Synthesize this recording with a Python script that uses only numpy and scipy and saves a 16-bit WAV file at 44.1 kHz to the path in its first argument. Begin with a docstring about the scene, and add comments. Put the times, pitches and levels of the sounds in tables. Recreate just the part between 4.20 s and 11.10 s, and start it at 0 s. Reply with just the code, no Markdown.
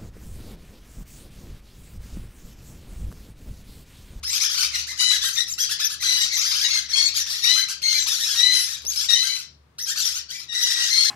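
"""In a plastic basket on wood shavings, in a small hard room, a brood of parrot chicks begs close to a two-port microphone.
An older chick gives long two-tone squawks, stacks of partials smeared by an uneven membrane.
Small chicks give short chirps coloured by the throat, and thin arched peeps, whistles with a weak octave.
Behind them a hoarse crowd rasps with hissing breath; a throat creaks in clicks, and the basket is knocked once.
Far off a machine hums: shaped noise and a wavering low drone."""
import sys
import numpy as np
from scipy import signal
from scipy.fft import rfft, irfft, next_fast_len
from scipy.io import wavfile
from scipy.ndimage import uniform_filter1d, map_coordinates

SR = 44100
rng = np.random.default_rng(int(sys.argv[2]) if len(sys.argv) > 2 else 0)


def pcm_store(signal):
    """Save signal as 16-bit PCM."""
    levels = np.round(np.clip(np.atleast_2d(signal), -1, 1) * 32767)
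    wavfile.write(sys.argv[1], SR, levels.astype(np.int16).T)


N = 304290

# spectrum of the hum and room air: hz [Hz], gain_db [dB]
HUM_SPECTRUM = [(18, -86.5), (30, -44), (45, -37.5), (71, -11.5), (87, -18), (99, -16.5), (129, -9.5),
                (176, -18.5), (312, -24), (716, -29), (774, -30.5), (978, -27), (15000, -53.5)]
# course of the hum: time_s [s], level_db [dB]
HUM_LEVEL = [(0, -57), (4.6, -59), (6.9, -62)]
# left-right likeness of the hum noise: hz [Hz], correlation [-1 to 1]
HUM_LIKENESS = [(60, 0.86), (130, 1), (290, 0.71), (640, 0)]
# short chirps: start_s [s], length_s [s], first_hz [Hz], top_hz [Hz], level_db [dB],
# roughness [0-1], left_right_db [dB]
CHIRP_CALLS = [(.028, 0.027, 852, 1730, -35.5, 0, -0.5), (.125, .033, 1003, 1315, -28, 0.06, -6),
               (.155, 0.043, 958, 1837, -33, 0.26, 0), (.228, 0.045, 847, 1695, -30, 0.1, 0),
               (.293, 0.061, 1069, 1682, -28, 0.28, -3), (.408, 0.075, 950, 1550, -33, 0.37, -9),
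               (.515, 0.097, 952, 1430, -37.5, 0.5, -18), (.666, 0.057, 1098, 2077, -34, 0, -12.5),
               (.8, .05, 910, 1484, -31, 0.42, 7), (.905, 0.067, 894, 1690, -25, .25, 0),
               (1.033, 0.067, 902, 1610, -27, 0.3, 5.5), (1.378, 0.069, 1249, 1661, -27, 0.07, -6.5),
               (1.488, 0.058, 1154, 1706, -29.5, 0.23, -8), (1.593, .068, 946, 1744, -28, 0.2, -6),
               (1.695, 0.06, 944, 1706, -30.5, 0.3, -3), (1.828, 0.064, 940, 1900, -32.5, .3, -1),
               (1.972, .05, 904, 1920, -32.5, 0.2, -3), (2.24, 0.094, 1004, 1661, -25, 0.42, -4),
               (2.335, 0.045, 1000, 1620, -27, 0.4, -3), (2.39, 0.066, 1007, 1680, -26.5, 0.5, -5),
               (2.552, 0.052, 950, 1685, -30, 0.18, 3.5), (2.685, 0.068, 1000, 1640, -42, .2, -20),
               (2.936, .05, 897, 1766, -33, 0.25, -5), (2.972, 0.049, 1113, 1904, -31.5, 0.15, -6),
               (3.058, 0.039, 840, 1890, -32.5, .2, -7), (3.085, 0.047, 1280, 1853, -36.5, 0.3, -2),
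               (3.145, 0.057, 1053, 1760, -39, .25, -4), (3.355, 0.056, 1100, 1602, -28, 0.2, -4),
               (3.48, 0.054, 1085, 1610, -29.5, 0.2, -6.5), (3.615, 0.048, 982, 2095, -32, 0.16, -2),
               (3.722, 0.079, 998, 2335, -27, 0.06, 1), (3.868, 0.055, 997, 1900, -32, .3, -4),
               (3.978, 0.075, 1060, 1850, -28.5, .35, -5), (4.085, 0.073, 1190, 1667, -28, 0.03, -2),
               (4.33, 0.13, 5220, 5320, -25.5, 0.4, -0.5), (4.347, .075, 950, 2010, -28, 0.42, 2),
               (4.468, 0.065, 894, 1860, -37, .25, 2.5), (4.785, 0.058, 1054, 1718, -31, 0.36, 3),
               (5.025, 0.063, 1153, 1600, -30.5, 0.54, 6.5), (5.085, 0.038, 2180, 2246, -33, 0.1, 3.5),
               (5.582, 0.03, 1145, 2030, -31.5, 0, -6), (5.667, 0.047, 1565, 1622, -32.5, 0.17, -6),
               (5.692, 0.05, 1112, 1854, -29.5, 0, -3), (5.755, 0.032, 995, 1790, -30, 0.25, -4),
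               (5.825, 0.046, 1107, 1950, -35.5, 0.1, -2), (5.86, 0.059, 955, 2014, -36, 0.3, -13),
               (5.945, .04, 1248, 1506, -34.5, 0.15, -14), (6.13, 0.08, 2170, 2328, -42, 0.48, 2.5),
               (6.32, 0.056, 1110, 1490, -39, 0.3, -7), (6.395, 0.035, 1115, 1740, -39.5, 0.2, 0),
               (6.5, 0.049, 1060, 1750, -32.5, 0.2, 5), (6.83, 0.067, 1173, 1686, -30.5, 0.26, -6)]
# resonances of the throat: hz [Hz], gain_db [dB]
THROAT_RESPONSE = [(410, -32.5), (700, -21), (1630, -17), (2340, -6.5), (2870, -12), (3270, -6), (5790, -1),
                   (7700, -15), (12600, -22.5), (14500, -27.5), (15500, -67.5)]
# arched peeps: start_s [s], length_s [s], top_hz [Hz], level_db [dB], left_right_db [dB]
PEEP_CALLS = [(0.039, 0.058, 5400, -31, -10), (.087, 0.058, 7670, -29, -1), (0.206, 0.068, 6290, -27.5, 3),
              (.362, .058, 7350, -36, -8), (1.009, 0.064, 7700, -32, -14), (1.122, 0.047, 7260, -30.5, 3),
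              (1.276, 0.069, 7250, -29, -2.5), (1.395, .055, 6350, -23.5, 2), (1.636, 0.045, 6200, -22, 5),
              (1.997, 0.049, 7600, -26, 0), (2.123, 0.049, 7300, -27.5, 2),
              (2.153, 0.055, 6370, -24.5, 1.5), (2.826, .072, 7550, -32, 8.5),
              (2.985, 0.044, 6080, -25.5, -0.5), (3.089, .06, 6040, -38, -2),
              (3.222, 0.052, 5900, -29.5, 10), (3.773, 0.079, 7450, -26.5, -4),
              (3.91, .045, 6200, -31.5, -4), (4.042, 0.057, 5700, -29.5, -7), (4.158, 0.041, 5930, -28, 1),
              (4.657, 0.071, 6560, -26, -1.5), (4.766, 0.043, 5530, -25.5, 1.5),
              (4.8, 0.054, 7450, -37, -13), (4.918, 0.037, 6030, -25, -3), (5.604, .053, 6130, -28, -5),
              (5.665, .065, 7380, -31.5, 1), (5.791, .05, 7350, -31, 5), (5.844, .04, 5910, -23, 2),
              (5.939, 0.063, 7100, -33, 1), (6.418, 0.039, 6050, -20, -7), (6.624, .07, 7470, -32, 1)]
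# bouts of the hoarse chorus: start_s [s], length_s [s], level_db [dB], swell_db over the bout [dB],
# treble_db over the level [dB]
CHORUS_BOUTS = [(0.05, 0.2, -30, 12.5, -4), (0.287, 0.17, -30, 3.5, -4), (0.53, 0.079, -29, -9.5, -7.5),
                (0.685, 0.069, -36, -12.5, -12.5), (0.755, 0.23, -35, 8.5, -6),
                (1.005, 0.13, -34, -4.5, -1.5), (1.15, 0.079, -35.5, -6.5, -1.5),
                (1.266, 0.056, -39.5, -16.5, 3.5), (1.37, 0.078, -33, 1, -2), (1.489, 0.035, -30, -3, 0.5),
                (1.58, .095, -31.5, 0.5, -11), (1.693, 0.055, -44.5, -9, -18), (1.792, 0.27, -28.5, 3, -5),
                (2.102, .4, -27.5, 1.5, -11), (2.52, 0.11, -34.5, -6, -8), (2.686, .21, -31, 3.5, -12.5),
                (2.945, 0.067, -30, -7.5, 0), (3.061, 0.16, -31, -9, -4.5), (3.216, 0.21, -29.5, -3, -4),
                (3.469, 0.042, -37, 0, 5), (3.625, 0.19, -32.5, 2.5, -5), (3.85, 0.7, -31.5, -3.5, -2),
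                (4.682, .18, -34.5, 5.5, -1.5), (4.882, 0.32, -34.5, -4, -3.5),
                (5.593, 0.042, -49.5, -3, 7.5), (5.651, 0.07, -36.5, -2, -1.5),
                (5.759, 0.21, -32, -2.5, -2), (6.083, 0.15, -40, -9.5, -6.5), (6.325, 0.53, -28.5, 6, -6.5)]
# squawk notes; many squawks open on a clear low note and jump to a rough higher one:
# start_s [s], length_s [s], first_hz, middle_hz, last_hz of the fourth partial [Hz], level_db [dB],
# swell_db over the note [dB], odd_partials_db [dB], shrillness [dB per octave], roughness [0-1],
# left_right_db [dB]
SQUAWK_NOTES = [(0.783, .21, 3936, 3992, 3865, -24, 2, -0.5, 3, 0.52, 3.5),
                (1.011, 0.084, 3370, 3750, 3960, -28, -3, -4, 0, 0.7, 0),
                (1.161, 0.086, 3520, 3883, 3930, -29, -2, -23, 2, 0.8, 11),
                (1.835, 0.23, 4032, 3980, 3776, -24, -3, 1.5, 0.5, 0.52, -2.5),
                (2.433, 0.042, 3900, 3840, 3830, -22.5, 15, -0.5, -2.5, 0.64, 3),
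                (2.499, 0.11, 4464, 4243, 4080, -22.5, -2, -7, -0.5, 0.77, -3),
                (2.721, 0.17, 4310, 4398, 4416, -25.5, 0, -7, -1.5, 0.48, 3),
                (3.22, 0.11, 3762, 3792, 3773, -23, 0.5, -17, -2, 0.25, 1.5),
                (3.274, 0.18, 3950, 4100, 4044, -25.5, -1.5, 1, -1, 0.5, 3.5),
                (3.623, 0.21, 4282, 4240, 3940, -24.5, -2.5, 1, 0, 0.4, -1),
                (4.135, 0.093, 3660, 3790, 3906, -26, 25, -10, 1.5, 0.3, 1),
                (4.214, .2, 3970, 4042, 3992, -23, -6, 2, -0.5, 0.7, 1.5),
                (4.882, 0.081, 3817, 3770, 3790, -20.5, 3, -12.5, 3, 0.31, 6.5),
                (4.944, 0.25, 4030, 4043, 4000, -28.5, -13.5, 5, 2, 0.58, 0.5),
                (6.278, 0.073, 3830, 3758, 3730, -36.5, 15, 1, -2, 0.25, 4.5),
                (6.338, 0.36, 3893, 3886, 3770, -27, 2.5, -6, 0.5, 0.62, -0.5),
                (6.694, 0.23, 4106, 4288, 4155, -23, 2, -4, 1, 0.88, 0.5)]
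# spectrum of a squawk: multiple of the fundamental [1], level_db [dB]
SQUAWK_SPECTRUM = [(1, -36), (2, -8), (3, -11), (4, 1), (5, -14), (6, -5.5), (7, -17), (8, -16.5), (9, -20),
                   (10, -25), (11, -39), (12, -54)]
# runs of creaky throat clicks: start_s [s], length_s [s], level_db before the throat [dB]
CLICK_RUNS = [(4.607, .03, -33.5), (4.65, .01, -23.5), (4.709, .11, -21)]
# a chick knocks the basket: start_s [s], level_db [dB], resonance_hz [Hz], t60_s [s]
BASKET_KNOCK = [(4.643, -30, 417, 0.14)]
# reverberation of the room: hz [Hz], t60_s [s]
ROOM_DECAY = [(1000, 0.32), (5000, 0.3), (12000, 0.09)]
# treble at the right port: hz [Hz], phase ahead of the left [radians]
RIGHT_PORT_PHASE = [(5500, 2), (7670, 2.5), (8530, 3.8), (11100, 5.6), (13000, 7.2), (14500, 9.2)]
# balance of the ports: hz [Hz], left_right_db [dB]
PORT_BALANCE = [(60, 0.5), (110, 2.5), (200, 1.5), (380, 5), (700, 3.5), (1290, 4), (2380, 2.5), (4400, 12),
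                (8120, 3.5), (15000, -2.5)]

TOP_HZ = 15760  # band limit
DROOP = .9  # share of the climb given back at the end of a chirp, in full at twice the length below
DROOP_AFTER_S = .03  # shorter chirps do not droop
PEEP_FOOT_HZ = 4790
BREAK_HZ = 6510  # register break: beyond it a high peep leaps towards its top note
BOUT_RISE_S, BOUT_FADE_DB_PER_S, TREBLE_FADE_DB_PER_S = 0.026, 248, 449
SQUAWK_RISE_S, SQUAWK_FALL_S, SQUAWK_WAVER_DB = 0.018, 0.028, 1
ODD_WAVER_DB = 6  # the odd partials come and go within a note
CLICK_GAP_S, CLICK_SCATTER_DB = .0128, 5


def amp(db):
    """Decibel law: 20 dB is a tenfold amplitude."""
    return 10 ** (np.asarray(db) / 20)


def unit(x):
    """Normalization to unit root-mean-square amplitude."""
    return x / np.sqrt(np.mean(np.abs(x) ** 2) + 1e-20)


def along(points, hz):
    """Interpolation of (Hz, value) points on a logarithmic frequency axis."""
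    point_hz, values = np.transpose(points)
    return np.interp(np.log(hz + 1), np.log(point_hz + 1), values)


def wobble(rate, rows, n):
    """Band-limited fluctuation: smooth curves through random knots, rate knots a second."""
    knots = rng.standard_normal((rows, int(n * rate / SR) + 4))
    places = np.arange(n) * rate / SR
    return np.array([map_coordinates(row, [places]) for row in knots])


def filtered(x, response):
    """Linear filtering: the spectrum times a complex response of frequency."""
    m = next_fast_len(N + SR // 2)
    hz = np.fft.rfftfreq(m, 1 / SR)
    return irfft(rfft(x, m) * response(hz), m)[..., :N]


def voice(pitch, multiples, partial_db, rough, blur_hz, jitter):
    """Harmonic series: an uneven membrane shakes the pitch and smears each line into a narrow hiss."""
    n, rough = len(pitch), np.clip(rough, 0, 1)
    shaken_pitch = pitch * (1 + jitter * rough * wobble(179.1, 1, n)[0])
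    cycles = np.cumsum(shaken_pitch) / SR
    smear = (wobble(blur_hz, len(multiples), n) + 1j * wobble(blur_hz, len(multiples), n)) / np.sqrt(2)
    hiss = np.clip(rough * multiples * pitch / 4000, 0, 1)  # higher partials smear more
    carriers = np.exp(2j * np.pi * multiples * cycles)
    lines = (np.sqrt(1 - hiss) + np.sqrt(hiss) * smear) * carriers
    audible = multiples * pitch < TOP_HZ
    return np.sum(amp(partial_db) * audible * lines.real, axis=0) * np.sqrt(2)


def add(bus, start_s, sound, left_right_db, rise, fall):
    """Superposition: each port gets a faded call and its basket-wall echo at delays of their own."""
    t = np.arange(len(sound)) / SR
    sound = sound * np.clip(t / rise, 0, 1) * np.clip((t[-1] - t) / fall, 0, 1)
    delays = rng.integers(0, [40, 90], size=(2, 2))  # samples: call, echo
    for port, side in enumerate((.5, -.5)):
        for delay, path_db in zip(delays[port], (0, -13)):
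            begin = round(start_s * SR) + delay
            bus[port, begin:][:len(t)] += amp(path_db + side * left_right_db) * sound


def hum():
    """Partial coherence: hum noise alike at both ports in the bass, with a drone in common."""
    turn = lambda hz: np.arccos(np.clip(along(HUM_LIKENESS, hz), -1, 1)) / 2
    shape = lambda hz: amp(along(HUM_SPECTRUM, hz)) * [np.cos(turn(hz)), np.sin(turn(hz))]
    mid, side = filtered(rng.standard_normal((2, N)), shape)
    noise = unit(np.array([mid + side, mid - side]))
    drone_hz = 70 + 2.515 * wobble(4.7, 1, N)[0]
    drone = np.sin(2 * np.pi * np.cumsum(drone_hz) / SR) * amp(3.2 * wobble(6, 1, N)[0])
    level_db = np.interp(np.arange(N) / SR, *np.transpose(HUM_LEVEL))
    return amp(level_db) * (noise + amp(3.0) * drone)


def chirps(calls, throat_share):
    """Source and filter: a pitch that shoots up, holds and may droop, its partials coloured by the throat."""
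    bus, multiples = np.zeros((2, N + SR)), np.arange(1, 12)[:, None]
    for start_s, length, first_hz, top_hz, level_db, rough, left_right_db in calls:
        t = np.arange(int(length * SR)) / SR
        climb = np.clip(1 - t / .026, 0, 1) ** 1.4
        droop = np.clip(1 - (length - t) / .022, 0, 1) ** 2
        droop_share = DROOP * np.clip(length / DROOP_AFTER_S - 1, 0, 1)
        pitch = top_hz - (top_hz - first_hz) * (climb + droop_share * droop)
        throat_db = throat_share * along(THROAT_RESPONSE, multiples * pitch)
        colour_db = throat_db + rng.normal(0, 1.48, multiples.shape)
        call = unit(voice(pitch, multiples, colour_db, rough, blur_hz=450, jitter=.03))
        add(bus, start_s, amp(level_db) * call, left_right_db, rise=0.007, fall=0.0091)
    return bus[:, :N]


def crowd(count):
    """Random superposition: hoarse chirps of the chicks at the back, at random moments and pitches."""
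    chance = rng.random((count, 6))
    start_s = (np.arange(count) + chance[:, 0]) * N / SR / count
    length = .035 + .045 * chance[:, 2]
    top_hz = 1300 + 900 * chance[:, 1]
    level_db, rough = 6 * chance[:, 3], .4 + .5 * chance[:, 4]
    left_right_db = 8 * (chance[:, 5] - .5)
    rows = [start_s, length, .6 * top_hz, top_hz, level_db, rough, left_right_db]
    return chirps(np.transpose(rows), throat_share=0.98)


def peeps():
    """Register break: a whistle with a weak octave glides up and down, and a high one leaps at the break."""
    bus = np.zeros((2, N + SR))
    for start_s, length, top_hz, level_db, left_right_db in PEEP_CALLS:
        arch = np.sin(np.pi * np.linspace(0, 1, int(length * SR)) ** 1.1) ** .9
        leap_hz = 1050 * (top_hz > 6850)
        pitch = PEEP_FOOT_HZ + (top_hz - .6 * leap_hz - PEEP_FOOT_HZ) * arch
        if leap_hz:
            upper_pitch = top_hz - .4 * (pitch.max() - pitch)
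            pitch = np.where(pitch > BREAK_HZ, upper_pitch, pitch)
        pitch = uniform_filter1d(pitch, size=30)
        call = voice(pitch, np.array([[1], [2]]), [[0], [-13]], rough=.1, blur_hz=250, jitter=.03)
        add(bus, start_s, amp(level_db) * call, left_right_db, rise=0.012, fall=.008)
    return bus[:, :N]


def bouts(fade_db_per_s, treble_share):
    """Exponential decay: each bout rises fast, the treble a little late, swells or sinks, then fades steadily."""
    t, gain = np.arange(SR) / SR, np.zeros(N + SR)
    for start_s, length, level_db, swell_db, treble_db in CHORUS_BOUTS:
        swell = swell_db * (np.minimum(t / length, 1) - .5)
        fade = fade_db_per_s * np.maximum(t - length, 0)
        rise = np.minimum(t / BOUT_RISE_S, 1) ** (1 + treble_share)
        gain[round(start_s * SR):][:SR] += amp(level_db + treble_share * treble_db + swell - fade) * rise
    return gain[:N]


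def rasp():
    """Two-band modulation: the hoarse crowd and its hissing breath, the treble fading faster after each bout."""
    level = bouts(BOUT_FADE_DB_PER_S, treble_share=0)
    treble = bouts(TREBLE_FADE_DB_PER_S, treble_share=1)
    flutter = amp(2.0 * wobble(500, 1, N))
    breath = filtered(flutter * rng.standard_normal((2, N)), lambda hz: amp(along(THROAT_RESPONSE, hz)))
    chorus = unit(crowd(count=200)) + amp(-10) * unit(breath)
    high = lambda hz: 1 / (1 + (7400 / (hz + 1)) ** 10)
    low_part = unit(filtered(chorus, lambda hz: 1 - high(hz)))
    high_part = unit(filtered(chorus, high))
    return amp(2) * level * low_part + amp(-1.5) * treble * high_part


def squawks():
    """Period doubling: every second membrane cycle differs, so odd partials, mostly weaker, lie between even ones."""
    bus, (multiples, partial_db) = np.zeros((2, N + SR)), np.transpose(SQUAWK_SPECTRUM)[..., None]
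    for (start_s, length, first_hz, middle_hz, last_hz, level_db, swell_db, odd_db, shrill_db, rough,
         left_right_db) in SQUAWK_NOTES:
        u = np.linspace(0, 1, int(length * SR))
        pitch = np.interp(u, [0, .5, 1], [first_hz, middle_hz, last_hz]) / 4  # from the fourth partial
        odd_course_db = odd_db + ODD_WAVER_DB * wobble(20, 1, len(u))
        tilt_db = shrill_db * np.log2(multiples / 4)
        colour_db = partial_db + odd_course_db * (multiples % 2) + tilt_db
        call = voice(pitch, multiples, colour_db, rough, blur_hz=290, jitter=.011)
        course_db = level_db + swell_db * (u - .5) + SQUAWK_WAVER_DB * wobble(30, 1, len(u))[0]
        add(bus, start_s, amp(course_db) * call, left_right_db, rise=SQUAWK_RISE_S, fall=SQUAWK_FALL_S)
    return bus[:, :N]


def rattle():
    """Impulse excitation: short dry noise clicks coloured by the throat."""
    bus, t = np.zeros((2, N + SR)), np.arange(SR // 10) / SR
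    for start_s, length, level_db in CLICK_RUNS:
        for click_s in np.arange(start_s, start_s + length, CLICK_GAP_S):
            click_db = level_db + rng.normal(0, CLICK_SCATTER_DB) - 60 * t / 0.039
            bus[:, round(click_s * SR):][:, :len(t)] += amp(click_db) * rng.standard_normal((2, len(t)))
    throat = lambda hz: amp(.5 * along(THROAT_RESPONSE, hz)) / (1 + (2300 / (hz + 1)) ** 8)
    return filtered(bus[:, :N], throat)


def knock():
    """Damped resonance: one dull knock on plastic, a decaying noise burst through a broad resonance."""
    start_s, level_db, knock_hz, t60 = BASKET_KNOCK[0]
    burst, t = np.zeros((2, N)), np.arange(SR // 10) / SR
    burst[:, round(start_s * SR):][:, :len(t)] = amp(level_db - 60 * t / t60) * rng.standard_normal((2, len(t)))
    width_hz = 500
    return filtered(burst, lambda hz: 1j * hz * width_hz / (knock_hz ** 2 - hz ** 2 + 1j * hz * width_hz))


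def room(x):
    """Reverberation: each frequency of the room's answer dies at its own speed."""
    hz, t, noise = signal.stft(rng.standard_normal((2, SR // 2)), SR, nperseg=256)
    decay = amp(-60 * t / along(ROOM_DECAY, hz)[:, None])
    tail = signal.istft(noise * decay, SR, nperseg=256)[1]
    late = np.pad(x, (200, 0))[None]  # delay in samples
    return signal.fftconvolve(late, tail / np.linalg.norm(tail[0]), axes=1)[:, :N]


def scene():
    """Stereo image: above about 8 kHz the right port carries the left's brood treble, shifted in phase;
    lower tones differ between ports."""
    brood = chirps(CHIRP_CALLS, throat_share=0.54) + peeps() + rasp() + squawks() + rattle() + knock()
    left, right = brood + amp(-3) * room(brood.sum(axis=0) / 2)
    shared = lambda hz: np.clip(1.06 / (1 + (8200 / (hz + 1)) ** 8), 0, 1)
    own_part = filtered(right, lambda hz: np.sqrt(1 - shared(hz) ** 2))
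    shared_part = filtered(left, lambda hz: shared(hz) * np.exp(1j * along(RIGHT_PORT_PHASE, hz)))
    return np.array([left, own_part + shared_part]) + hum()


def record(dry):
    """Compression: keener left mid treble, gain control leaning on loud passages, soft limit and band limit."""
    ports = filtered(dry, lambda hz: amp(along(PORT_BALANCE, hz) * np.array([[.5], [-.5]])))
    memory = np.exp(-1 / (.12 * SR))  # time constant .12 s
    power = signal.lfilter([1 - memory], [1, -memory], np.mean(ports ** 2, axis=0))
    ports = ports * amp(-.15 * (10 * np.log10(power + 1e-5) + 28.5))
    ports = ports / (1 + np.abs(ports / .95) ** 14) ** (1 / 14)  # soft limit at .95
    return filtered(ports, lambda hz: hz < TOP_HZ)


dry = scene()
out = record(dry)
pcm_store(out)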